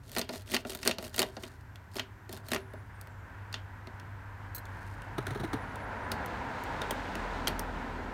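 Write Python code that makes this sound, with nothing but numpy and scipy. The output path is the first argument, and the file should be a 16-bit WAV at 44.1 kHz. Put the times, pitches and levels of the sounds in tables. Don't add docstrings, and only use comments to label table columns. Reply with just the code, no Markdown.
import sys
import numpy as np
from scipy import signal
from scipy.fft import rfft, irfft
from scipy.io import wavfile

SR = 44100
rng = np.random.default_rng(int(sys.argv[2]) if len(sys.argv) > 2 else 0)


def file_out(sig):
    cols = np.atleast_2d(sig).T
    lim = np.clip(cols, -1, 1)
    pcm = np.round(lim * 32767).astype(np.int16)
    wavfile.write(sys.argv[1], SR, pcm)


N = 358533
TIME = np.arange(N) / SR
WAFER_HZ = 3830

# (frequency [Hz], level [dB], t60 [s])
FRAME_MODES = [(258.8, -52.5, 0.19), (387, -63.5, 0.46), (416, -59, 0.229), (539, -66, .2),
               (624, -61.5, 0.23), (988, -58.5, 0.29), (1480, -76, 0.19), (2280, -73.5, 0.32),
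               (2880, -63, 0.17), (2800, -66, 0.21), (3165, -67, 0.23), (3590, -57, 0.13),
               (4600, -65.5, 0.11), (5600, -70, .15)]


def from_db(db):
    return 10 ** (np.asarray(db) / 20)


def rms_one(x):
    return x / np.sqrt(np.mean(x ** 2) + 1e-20)


def decay(t, t60):
    return np.exp(-np.log(1000) * t / t60)


def in_time(rows):
    times, *columns = np.transpose(rows)
    return [np.interp(TIME, times, column) for column in columns]


def add(out, s, sound):
    i = max(0, round(s * SR))
    out[i:i + len(sound)] += sound[:max(0, N - i)]


def noise(spectrum):
    hz, db = np.transpose(spectrum)
    f = np.maximum(np.arange(N // 2 + 1) * SR / N, 1)
    skirt = np.minimum(1, hz[-1] / f) ** 2 * np.minimum(1, f / hz[0]) ** 2
    colour = from_db(np.interp(np.log(f), np.log(hz), db))
    return rms_one(irfft(rfft(rng.standard_normal(N)) * skirt * colour, N))


def drift(per_s):
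    knots = rng.standard_normal(2000)
    return rms_one(np.interp(TIME * per_s, np.arange(len(knots)), knots))


def band(x, low_hz, high_hz):
    edges = [low_hz, min(high_hz, .45 * SR)]
    return signal.sosfilt(signal.butter(3, edges, "band", fs=SR, output="sos"), x)


def resonate(x, hz, width_hz, db):
    return x + (from_db(db) - 1) * signal.lfilter(*signal.iirpeak(hz, hz / width_hz, fs=SR), x)


def ring(force, hz, t60):
    r, w = decay(1 / SR, t60), 2 * np.pi * hz / SR
    return signal.lfilter([0, np.sin(w)], [1, -2 * r * np.cos(w), r * r], force + 1e-18)


def strike(hits, modes, spread_db):
    out = np.zeros(N)
    for k, (hz, mode_db, t60) in enumerate(modes):
        impulses = np.zeros(N)
        for (s, db), chance in zip(hits, rng.standard_normal(len(hits))):
            add(impulses, s, from_db([db + mode_db + spread_db * chance]))
        out += (-1) ** k * ring(impulses, hz, t60)
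    return out


def swell(apex_s, apex_db, rise_db_per_s, fall_db_per_s, turn_s):
    t = TIME - apex_s
    away = np.hypot(t, turn_s)
    return apex_db - rise_db_per_s * (away - t) / 2 - fall_db_per_s * (away + t) / 2


def traffic(flutter_db=0.85):
    # (frequency [Hz], level [dB])
    far = [(40, 8), (130, 6), (200, -3), (280, -2), (400, -6.5), (600, -5.5), (780, -2), (950, 2),
           (1200, -3.5), (1550, 1.5), (1900, -4), (2500, -13.5), (4000, -27), (9000, -37)]
    roar = [(200, -25.5), (400, -9), (620, -3), (820, 0.5), (1000, 2), (1130, -7.5), (1350, -2.5),
            (1700, -5.5), (2100, -11), (2700, -21), (4000, -47)]
    body = [(50, 2.5), (110, -7), (170, -2), (260, 1.5), (350, -6), (500, -3), (800, -26), (1500, -18.5)]
    hiss = [(1200, -8), (2200, 3.5), (3000, 0.5), (4200, -3), (5200, -9), (7000, -12.5), (9500, -20),
            (11000, -26), (16000, -30)]
    layers = [(far, swell(5.5, -45.5, 3, 1, .5)),
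              (roar, swell(6, -34.5, 17.5, 3.5, .67)),
              (body, swell(6, -43, 17, .3, .5)),
              (hiss, swell(7, -48, 11, 10, .3))]
    tyres = sum(from_db(db + flutter_db * drift(14)) * noise(colour) for colour, db in layers)
    return resonate(tyres, hz=930, width_hz=110, db=1)


def engine(firing_hz, db, harmonics, waver_db, wander):
    phase = 2 * np.pi * np.cumsum(firing_hz * (1 + wander * drift(12))) / SR
    return np.sqrt(2) * sum(from_db(db + order_db + waver_db * drift(9.2)) * np.sin(order * phase)
                            for order, order_db in harmonics)


def street():
    # (time [s], firing rate [Hz], level [dB])
    car_engine = [(0, 46, -63), (4.2, 47, -63), (4.7, 47, -54), (5.7, 46, -51), (6.3, 45, -58),
                  (6.9, 44.5, -48), (7.3, 42.5, -44), (7.7, 41.5, -40.5), (8.13, 40, -47)]
    # (frequency [Hz], level [dB])
    air = [(20, -39), (32, -22), (45, -9), (75, 2.5), (115, -0.5), (160, -13), (300, -18.5), (1000, -33),
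           (3000, -38.5), (8000, -43.5), (10500, -49), (12500, -42), (16000, -51)]
    tyres = traffic()
    idle_hz, idle_db = 101.45 - .6 * TIME, swell(4.5, -42, 4.5, 6, .76)
    idle = engine(idle_hz, idle_db, [(1, -1), (2, -22)], waver_db=1, wander=0.0065)
    car_harmonics = [(1, -1.5), (2, -9.5), (4, -15.5), (6, -11.5)]
    drone = engine(*in_time(car_engine), car_harmonics, waver_db=1.5, wander=0.0082)
    return tyres + idle + drone + from_db(-52) * noise(air)


def whistles(top_db=-78, db_per_octave=12, flicker_db=5, upper_db=-11):
    # (time [s], frequency [Hz])
    glides = [
        [(2.6, 10700), (2.68, 9600), (2.76, 10250), (2.83, 9000), (2.9, 9480), (3.0, 8200), (3.28, 6500)],
        [(5.56, 9950), (5.72, 9950), (5.78, 10500), (5.81, 10000), (5.86, 11150), (5.91, 11250), (5.98, 9500),
         (6.08, 8700)],
    ]
    out = np.zeros(N)
    for glide in glides:
        hz, = in_time(glide)
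        sounding = (TIME > glide[0][0]) & (TIME < glide[-1][0])
        db = top_db + db_per_octave * np.log2(hz / hz.max()) + flicker_db * drift(45)
        phase = 2 * np.pi * np.cumsum(hz * (1 + .003 * drift(300))) / SR
        tones = np.sin(phase) + from_db(upper_db) * np.sin(1.11 * phase)
        out += np.sqrt(2) * sounding * from_db(db) * tones
    return out


def key_ring(chink_db=-3, chink_t60=0.045):
    # (time [s], level [dB])
    touches = [(4.548, -40.5), (4.553, -42.5), (4.557, -51), (4.561, -46), (4.565, -46), (4.581, -44.5)]
    # (frequency [Hz], level [dB], t60 [s])
    modes = [(4110, -1.5, 0.039), (4500, -11, .03), (6500, -11, .03), (8160, -7, .04), (11300, -5, .03),
             (11540, 2, 0.055), (11560, -10, .08), (12210, -8, .06), (12800, -14, .05), (13300, -12, .03),
             (14220, -6, .035), (14800, -8, .03), (15100, -1, .03), (15600, -7, .03)]
    t, chinks = TIME[:SR // 5], np.zeros(N)
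    for s, db in touches:
        add(chinks, s, from_db(db + chink_db) * decay(t, chink_t60) * rng.standard_normal(len(t)))
    return band(chinks, 3700, 16500) + strike(touches, modes, spread_db=3)


def steering(lag_s=0.003, rebound_s=0.008, rise_s=0.00076):
    # (time [s], knock level [dB], rattle level [dB])
    judders = [(5.179, -25, -42.5), (5.267, -32, -45.5), (5.303, -31, -48), (5.348, -30, -46),
               (5.396, -31, -48.5), (5.432, -29, -45.5), (5.531, -31.5, -43.5)]
    # (frequency [Hz], level [dB], t60 [s])
    fork_modes = [(105.5, -10, 0.12), (126, -6, 0.14), (199, -6.5, 0.081), (270, -8, 0.046),
                  (321, -1.5, 0.079), (415, -3.5, 0.064), (440, -4.5, 0.075), (546, -14, 0.033),
                  (680, -8.5, 0.046), (875, -14, .035), (1290, -12, 0.023), (1670, -17, 0.033)]
    # (frequency [Hz], level [dB])
    fittings = [(700, 1), (1700, 9), (2500, -1.5), (3400, -2.5), (3900, 2.5), (4900, -12.5), (5930, -7),
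                (7500, -15), (8600, -13), (9300, -5.5), (10000, -15), (12000, -14), (16000, -21)]
    hits = [(s + lag_s + later, db - 2) for s, db, _ in judders for later in (0, rebound_s)]
    knocks = strike(hits, fork_modes, spread_db=5)
    t, shaking = TIME[:SR // 2], np.zeros(N)
    envelope = (1 - np.exp(-t / rise_s)) * (decay(t, t60=0.049) + from_db(-14) * decay(t, t60=0.36))
    for s, _, rattle_db in judders:
        add(shaking, s, from_db(rattle_db) * envelope)
    return knocks + shaking * from_db(5 + 3.7 * drift(250)) * noise(fittings)


def jolts(db_per_octave=30, smear=0.37):
    # (time [s], level [dB], frequency struck hardest [Hz])
    stops = [(0.213, -46, 3060), (0.565, -54, 3000), (0.878, -37, 4600), (1.194, -48, 4590),
             (1.228, -55, 2800), (1.996, -46, 3050), (2.538, -38.5, 418), (3.54, -46, 3180),
             (7.472, -53, 3250)]
    t, out = TIME[:SR // 2], np.zeros(N)
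    for s, db, centre_hz in stops:
        for hz, _, t60 in FRAME_MODES:
            gain = from_db(db - db_per_octave * abs(np.log2(hz / centre_hz)))
            blurred_hz = hz * (1 + smear * rng.standard_normal(len(t)))
            cycles = np.cumsum(blurred_hz) / SR + rng.random()
            add(out, s, gain * decay(t, t60) * np.sin(2 * np.pi * cycles))
    return out


def housing(x):
    # (frequency [Hz], width [Hz], gain [dB])
    resonances = [(236, 54, 11), (388, 72, 9.5), (645.5, 57, 13.5), (1410, 48, 6), (1890, 140, 6.5),
                  (2840, 330, 3), (3215, 41, 5), (3710, 166, 5), (4230, 160, 5), (4600, 320, 2.5),
                  (6760, 156, 4), (8680, 420, 5.5), (11300, 300, 3), (13000, 250, -2), (14900, 290, 4)]
    for hz, width_hz, db in resonances:
        x = resonate(x, hz, width_hz, db)
    return x


def key_pressure(depth_db=17):
    # (start [s], peak [s], end [s], level [dB])
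    slides = [(0.034, 0.153, 0.25, -51), (0.285, 0.349, 0.44, -47.5), (0.459, 0.53, 0.62, -46),
              (0.658, 0.71, 0.79, -45), (0.785, 0.867, 0.95, -46), (0.982, 1.044, 1.117, -47),
              (1.112, 1.175, 1.29, -49.5), (1.2, 1.442, 1.62, -58.5), (1.915, 1.981, 2.0, -50),
              (2.293, 2.347, 2.41, -51.5), (2.44, 2.523, 2.62, -51), (4.4, 4.86, 5.3, -66)]
    pressure = np.zeros(N)
    for start, peak, end, db in slides:
        level_db = np.interp(TIME, [start, peak, end], [db - depth_db, db, db - depth_db])
        pressure += from_db(level_db) * (TIME > start) * (TIME < end)
    return pressure


def scrape(pressure, slips_per_s=1500, size_db=4.5, patchy_db=2.5, scatter_t60=0.0083):
    slipping = rng.random(N) < slips_per_s / SR
    slips = slipping * from_db(size_db * np.minimum(rng.exponential(1, N), 3))
    power = signal.lfilter([1], [1, -decay(1 / SR, scatter_t60) ** 2], slips ** 2 + 1e-12)
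    grains = np.sqrt(power) * rng.standard_normal(N)
    rasp = resonate(band(grains, 1170, 13700), hz=4700, width_hz=2160, db=6)
    body = from_db(1) * (band(grains, 180, 1500) + band(grains, 207, 680))
    return pressure * from_db(patchy_db * drift(90)) * rms_one(housing(rasp + body))


def wafer_touches(pressure, per_s=65, spread_db=2.5, faintest_db=-62):
    gap, loudness, weight, edge, pitch = rng.standard_normal((1000, 5)).T
    times = np.cumsum(np.exp(.4 * gap)) / per_s
    db = 20 * np.log10(np.interp(times, TIME, pressure, right=0) + 1e-9)
    weight_db, edge_db = -6.5 + spread_db * weight, -1.5 + spread_db * edge
    click_hz = WAFER_HZ * 2 ** (np.tanh(pitch) / 2)
    rows = np.column_stack([times, db + spread_db * loudness, weight_db, edge_db, click_hz])
    return rows[db > faintest_db]


def clicks(contacts, firm_db=-34, octaves_per_db=0.73):
    # (low edge [Hz], high edge [Hz], crack t60 [s],
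    # ring t60 [s], ring level [dB], tail t60 [s], tail level [dB])
    bands = [(135, 950, 0.015, 0.089, -6, 0.31, -21), (830, 2870, 0.0097, 0.053, -10, 0.17, -22.5),
             (2420, 6260, 0.0046, 0.021, -5.5, 0.16, -26.5), (5470, 14400, 0.01, 0.03, -13, 0.13, -26)]
    t, out = TIME[:SR // 7], np.zeros(N)
    times, db, weight_db, edge_db, click_hz = np.transpose(contacts)
    knock_db = -1 + 0.25 * weight_db + 6.5 * np.log2(WAFER_HZ / click_hz)
    ringing = from_db(0.088 * (db[:, None] - firm_db))
    tick_octaves = octaves_per_db * edge_db + 0.27 * rng.uniform(-1, 1, len(times))
    tick_hz = np.minimum(11840 * 2 ** tick_octaves, 15000)
    levels_db = [db + weight_db, db + knock_db, db, db + edge_db]
    peaks = [None, None, (click_hz, 11), (tick_hz, 7)]   # (frequency [Hz], gain [dB])
    for k, (low, high, crack_t60, ring_t60, ring_db, tail_t60, tail_db) in enumerate(bands):
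        rise_s, onset_samples = (0.0011, SR // 70) if k == 0 else (0.00039, SR // 200)
        lock_ring = ringing * from_db(ring_db) * decay(t, ring_t60)
        tail = ringing * from_db(tail_db) * decay(t, tail_t60)
        envelope = np.sqrt(decay(t, crack_t60) ** 2 + lock_ring ** 2 + tail ** 2)
        envelope *= 1 - np.exp(-t / rise_s)
        bursts = band(housing(envelope * rng.standard_normal(envelope.shape)), low, high)
        for i, burst in enumerate(bursts):
            if peaks[k]:
                hz, peak_db = peaks[k]
                burst = resonate(burst, hz[i], 0.12 * hz[i], peak_db)
            add(out, times[i], from_db(levels_db[k][i]) * burst / np.std(burst[:onset_samples]))
    return out


def ignition_lock():
    # (time [s], level [dB], weight of the thud [dB], edge of the tick [dB], pitch [Hz])
    catches = [(0.15, -45, -8, 1, 4200), (0.164, -33.5, -1.5, -9, 2940), (0.172, -37, 1.5, -3, 4290),
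               (0.183, -32, -8, 0.5, 4100), (0.192, -33.5, -3, -1, 4470), (0.214, -31.5, -10, -13, 4700),
               (0.291, -38, 0, -11, 4500), (0.335, -45, 2, -10, 3410), (0.517, -41, -9, 1, 3300),
               (0.538, -35.5, 5.5, -3, 2600), (0.544, -24.5, -9, -9, 4500), (0.55, -38, -6, 2, 1500),
               (0.565, -27.5, -16, -13, 2700), (0.65, -47, 10, -14, 2600), (0.696, -43.5, -5.5, -0.5, 4900),
               (0.749, -41, -5, 3, 3640), (0.83, -36, -27, -10, 2640), (0.851, -46, 4, 7, 3000),
               (0.859, -41, 8, -6, 1795), (0.867, -37.5, -3, -4, 2770), (0.875, -22, -7.5, -0.5, 4520),
               (0.893, -40.5, 7.5, -6, 2190), (0.911, -28.5, -22, -14, 2860),
               (0.984, -36.5, -2.5, -8.5, 4510), (1.026, -50, 7.5, 2, 2833), (1.143, -42, -9, -1.5, 2730),
               (1.162, -45, -17, 8, 3860), (1.18, -34, -3, -4, 3400), (1.192, -23, -10, -1, 4500),
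               (1.201, -31.5, -0.5, -3, 4400), (1.218, -29, -10, -1.5, 2970), (1.228, -30, -5.5, -10, 3500),
               (1.367, -44, 4, -17, 4580), (1.435, -41.5, -1.5, -8, 3250), (1.757, -51, -9.5, -8, 3370),
               (1.956, -48, 8.5, 1, 3280), (1.966, -39, -9, -8, 5300), (1.984, -45, -6, -12, 1200),
               (1.995, -29, -15, -15, 3000), (2.293, -49.5, 6, -1, 3810), (2.327, -46.5, 2, 4.5, 3550),
               (2.485, -45, -6, 1, 3835), (2.517, -32.5, -0.5, -3.5, 3630), (2.533, -35.5, -3, 0, 1480),
               (2.546, -35, 0.5, -2.5, 2800), (2.561, -39, -1, -17, 1500), (2.736, -61.5, 19, 2, 3650),
               (3.012, -53.5, -4, 7, 4670), (3.072, -60.5, 5, 1, 2400), (3.527, -42.5, -17, -7, 4800),
               (3.541, -32.5, -13.5, -25, 3530), (3.871, -49, 3.5, -13, 4040),
               (3.998, -51.5, -24, -9, 2520), (4.654, -54.5, -18, -1, 3500), (5.019, -54, -12, -3, 2780),
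               (5.757, -55.5, -7, 5, 3500), (6.117, -34.5, -5, -1.5, 4500), (6.26, -58.5, -5, 14, 3050),
               (6.637, -60, -1, 12, 2800), (6.817, -35, -7, -12, 3480), (6.908, -37, 1, 2.5, 3200),
               (7.153, -43, 4.5, -4.5, 2540), (7.472, -25.5, -16, -9.5, 3150), (7.48, -32.5, -2.5, 0, 4130),
               (7.593, -41, -2, 6, 5620)]
    pressure, jolted = key_pressure(), jolts()
    direct = from_db(1) * scrape(pressure)
    direct += from_db(-1.5) * clicks(catches)
    direct += clicks(wafer_touches(pressure))
    frame = sum(from_db(db) * ring(direct, hz, t60) for hz, db, t60 in FRAME_MODES)
    return direct + jolted + frame


def scene():
    return (street() + whistles() + key_ring() + steering() + ignition_lock())[None]


def record(dry, bass_hz=32, top_hz=16150):
    dry = signal.sosfilt(signal.butter(6, bass_hz, "high", fs=SR, output="sos"), dry)
    return signal.sosfilt(signal.ellip(10, .1, 70, top_hz, fs=SR, output="sos"), dry)


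dry = scene()
out = record(dry)
file_out(out)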